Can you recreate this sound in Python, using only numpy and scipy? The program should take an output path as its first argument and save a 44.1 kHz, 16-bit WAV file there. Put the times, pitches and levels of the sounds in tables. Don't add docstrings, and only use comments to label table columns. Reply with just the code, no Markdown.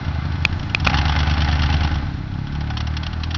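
import sys
import numpy as np
from scipy import signal
from scipy.fft import rfft, irfft
from scipy.io import wavfile

SR = 44100
rng = np.random.default_rng(int(sys.argv[2]) if len(sys.argv) > 2 else 0)


def persist_wave(psi):
    counts = np.round(np.clip(psi, -1, 1) * 32767).astype(np.int16)
    wavfile.write(sys.argv[1], SR, np.atleast_2d(counts).T)


N = 148617
T = np.arange(N) / SR


def truck():
    # (time [s], firings [per second])
    firing_rate = [(0, 29.2), (.79, 29.2), (.87, 62), (1, 73.3), (1.45, 74.43), (1.8, 75.14), (1.9, 73.7),
                   (2.1, 70.2), (2.42, 35.2), (2.55, 37.3), (2.7, 28.9), (3, 31.5), (3.37, 26)]
    # (thump [dB], delay down the pipe [s], rasp [dB], spit [dB])
    cylinders = [(4, 0.0015, 3.5, 4), (1.5, 0.0014, -5, -20.5), (-1.5, 0.0032, -6.5, 6.5), (5, 0.002, 3, 5),
                 (0.5, 0.0017, -9.5, -20), (-0.5, 0.0021, 0.5, 3), (0.5, 0.0041, -4.5, -18.5),
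                 (-4.5, .004, 0, -16.5)]
    # (time [s], level [dB])
    thump_level = [(0, -26), (.4, -25.5), (.78, -25.5), (.89, -15), (1.1, -19.5), (1.8, -19.5),
                   (1.95, -21.5), (2.1, -26.5), (2.3, -28.5), (2.7, -40.5), (3.37, -32.5)]
    rasp_level = [(0, -46.5), (.8, -45.5), (.86, -25), (.94, -24), (1.05, -28), (1.45, -29), (1.83, -32),
                  (2, -40), (2.25, -68.5), (2.6, -39), (3.37, -44)]
    spit_level = [(0, -47.5), (.6, -47.5), (.72, -43), (.795, -38.5), (.85, -32), (.9, -28), (1.15, -31),
                  (1.42, -31), (1.78, -31.5), (1.84, -33), (1.95, -39), (2.05, -52.5), (2.3, -53.5),
                  (2.53, -44.5), (2.7, -40), (2.78, -35), (2.88, -36.5), (2.97, -32), (3.04, -37),
                  (3.14, -38), (3.24, -33), (3.3, -38.5), (3.35, -31)]
    # (frequency [Hz], level [dB])
    thump_colour = [(25, -39), (46, -11.5), (60, -11), (74, 3), (88, 4), (104, -3.5), (122, -11.5),
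                    (148, -4), (178, -11), (222, -17.5), (252, -12), (300, -17), (400, -36.5), (600, -37.5),
                    (1500, -85.5)]
    rasp_colour = [(150, -12.5), (330, -21.5), (480, -8.5), (660, -3.5), (820, 5.5), (1000, -3),
                   (1500, 0.5), (2100, -5), (2600, -4.5), (4000, -13), (5800, -21.5), (7000, -55.5)]
    spit_colour = [(300, -37), (900, 2), (1800, 1), (2300, -6.5), (2800, 5), (3400, 5), (3800, -3.5),
                   (4300, 1.5), (4800, -3.5), (5600, -1.5), (6300, -23.5), (7000, -48)]
    rate = curve(firing_rate)
    at, number = firings(rate, start_s=.9405)
    thump_db, delay_s, rasp_db, spit_db = np.array(cylinders)[number % len(cylinders)].T
    pipe_exit = np.clip(at + (delay_s * SR).astype(int), 0, N - 1)
    luck = rng.standard_normal((len(at), 3)).T
    thump_scatter_db = np.interp(rate[at], [rate.min(), rate.max()], [1.2, .7])
    rasp_scatter_db, spit_scatter_db = 1.5, 1.1
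    balance = np.sqrt(rate.mean() / rate)
    thump = balance * pulses(pipe_exit, thump_db + thump_scatter_db * luck[0])
    rasp_kicks = balance * pulses(pipe_exit, rasp_db + rasp_scatter_db * luck[1])
    spit_kicks = balance * pulses(at, spit_db + spit_scatter_db * luck[2])
    rasp = pipe(puffs(rasp_kicks, attack_s=.0012, decay_s=.0073))
    spit = puffs(spit_kicks, attack_s=.0018, decay_s=.0063)
    return (at_level(colour(thump, thump_colour), thump_level)
            + at_level(colour(rasp, rasp_colour), rasp_level)
            + at_level(colour(spit, spit_colour), spit_level))


def puffs(kicks, attack_s, decay_s):
    loudness = kicks
    for seconds in (attack_s, decay_s):
        loudness = signal.lfilter([1], [1, -np.exp(-1 / (seconds * SR))], loudness + 1e-18)
    return loudness * rng.standard_normal(N)


def pipe(x):
    # (frequency [Hz], width [Hz], gain [factor])
    rings = [(746, 15, 0.85), (839.4, 43, 1.17), (1163, 31, 0.51), (1347, 32, 0.52), (1493, 30, 1.3),
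             (1774, 53, 0.28), (2074, 48, 1.2), (3400, 67, 0.6), (4120, 81, 0.87)]
    return x + sum(gain * resonance(x, hz, width) for hz, width, gain in rings)


def small_engine():
    # (time [s], firings [per second])
    firing_rate = [(0, 25.1), (.2, 25.2), (.41, 25.7), (.56, 27.7), (.85, 29), (1.15, 31.5), (1.41, 31),
                   (1.93, 33.1), (2.2, 33.2), (2.32, 33.8), (2.49, 35.5), (2.85, 37.9), (3.07, 39.3),
                   (3.37, 40.6)]
    # (time [s], level [dB])
    beat_level = [(0, -27.5), (.4, -29.5), (.6, -29), (1.2, -31), (2, -27.5), (2.3, -28), (2.6, -26),
                  (2.9, -28), (3.08, -29.5), (3.37, -28.5)]
    boom_level = [(0, -26.5), (.4, -29), (.7, -29.5), (2.1, -30), (2.38, -39), (2.55, -23.5), (2.75, -30.5),
                  (2.92, -28.5), (3.12, -36.5), (3.2, -30.5), (3.37, -28.5)]
    # (frequency [Hz], level [dB])
    beat_colour = [(25, -15), (35, -1.5), (50, -15), (66, -13.5), (80, -12), (101, -1), (133, 3), (165, -5),
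                   (200, -7), (235, -13), (300, -11.5), (370, -25.5), (410, -38), (480, -35.5), (1200, -74)]
    scatter_db, boom_hz, boom_width_hz = .4, 77.1, 12.5
    at, _ = firings(curve(firing_rate), start_s=2.798)
    kicks = -pulses(at, scatter_db * rng.standard_normal(len(at)))
    beat = colour(kicks - kicks.mean(), beat_colour)
    smeared = beat - 2 * resonance(beat, hz=242.2, width_hz=70)
    boom = resonance(kicks, boom_hz, boom_width_hz)
    boom = resonance(boom, boom_hz, boom_width_hz)
    return at_level(tree_line(smeared), beat_level) + at_level(boom, boom_level)


def tree_line(x):
    # (delay [s], level [dB])
    echoes = [(.071, -10.5), (.118, -13)]
    return x + sum(from_db(db) * np.interp(T - delay_s, T, x, left=0) for delay_s, db in echoes)


def camera_clicks():
    # (time [s], ring level [dB], knock level [dB])
    clicks = [(0.4507, 8.5, -6.5), (0.7475, 6, -7), (0.8719, 5, 2)]
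    # (frequency [Hz], level [dB], time to fade by 60 dB [s])
    body_notes = [(2250, -13, 0.0041), (2494, -0.5, 0.0092), (2650, -7.5, 0.0054), (3398, -2.5, 0.0058),
                  (3810, -13, 0.0078), (4200, -9, 0.0068), (4720, -12, 0.007)]
    knock_hz, knock_fade_s = 1240, .0048
    ring_lag_s, ring_rise_s = .0005, .000585
    out, t = np.zeros(N), T[:SR // 20]
    ring = sum(from_db(db - 60 * t / fade_s) * np.sin(2 * np.pi * hz * t)
               for hz, db, fade_s in body_notes)
    ring *= 1 - np.exp(-t / ring_rise_s)
    knock = from_db(-60 * t / knock_fade_s) * np.sin(2 * np.pi * knock_hz * t)
    for time_s, ring_db, knock_db in clicks:
        knock_at, ring_at = int(time_s * SR), int((time_s + ring_lag_s) * SR)
        out[knock_at:knock_at + len(t)] += from_db(knock_db) * knock
        out[ring_at:ring_at + len(t)] += from_db(ring_db) * ring
    return out


def whirr():
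    # (time [s], level [dB])
    whirr_level = [(0, -35), (.5, -36), (.8, -36.5), (1.3, -32.5), (1.95, -34), (2.25, -41), (2.7, -39),
                   (3.37, -38)]
    # (frequency [Hz], level [dB])
    whirr_colour = [(150, -1), (330, 2), (480, -6.5), (660, 2), (820, 0.5), (1100, 0), (1600, -0.5),
                    (2100, -6), (2500, -6), (3000, -8.5), (4200, -11), (5700, -17), (7000, -55.5)]
    ringing_noise = pipe(rng.standard_normal(N))
    return at_level(colour(ringing_noise, whirr_colour), whirr_level)


def wind():
    # (time [s], level change [dB])
    gusts = [(0, -1), (.35, -1), (.55, 6), (.8, 3), (1.3, 0), (1.9, 2), (2.25, -2), (3.37, -1)]
    # (frequency [Hz], level [dB])
    wind_colour = [(10, -3), (25, 1.5), (45, 1.5), (85, -2.5), (150, -7.5), (300, -16), (420, -20.5),
                   (700, -45.5)]
    base_db = -37.5
    rumble = colour(rng.standard_normal(N), wind_colour)
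    return from_db(base_db) * at_level(rumble, gusts)


def firings(rate, start_s):
    count = np.cumsum(rate) / SR
    number = np.floor(count - np.interp(start_s, T, count)).astype(int)
    at = np.flatnonzero(np.diff(number)) + 1
    return at, number[at]


def pulses(at, db):
    out = np.zeros(N)
    out[at] = from_db(db)
    return out


def resonance(x, hz, width_hz):
    r = np.exp(-np.pi * width_hz / SR)
    feedback = [1, -2 * r * np.cos(2 * np.pi * hz / SR), r * r]
    return (1 - r * r) / 2 * signal.lfilter([1, 0, -1], feedback, x)


def colour(x, points):
    size = 2 ** 18
    hz, db = np.transpose(points)
    freqs = np.maximum(np.arange(size // 2 + 1) * SR / size, 1)
    gain = from_db(np.interp(np.log(freqs), np.log(hz), db))
    cepstrum = irfft(np.log(gain))
    cepstrum[1:size // 2] *= 2
    cepstrum[size // 2 + 1:] = 0
    return irfft(rfft(x, size) * np.exp(rfft(cepstrum)))[:N]


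def at_level(x, rows):
    return from_db(curve(rows)) * x / np.sqrt(np.mean(x ** 2) + 1e-20)


def curve(rows):
    return np.interp(T, *np.transpose(rows))


def from_db(db):
    return 10 ** (np.asarray(db) / 20)


def scene():
    return (truck() + small_engine() + camera_clicks() + whirr() + wind())[None]


def record(dry):
    cutoff_hz = 6850
    rounded = dry / (1 + dry ** 4) ** .25
    treble_cut = signal.ellip(10, .3, 85, cutoff_hz, fs=SR, output="sos")
    return signal.sosfilt(treble_cut, rounded)


dry = scene()
out = record(dry)
persist_wave(out)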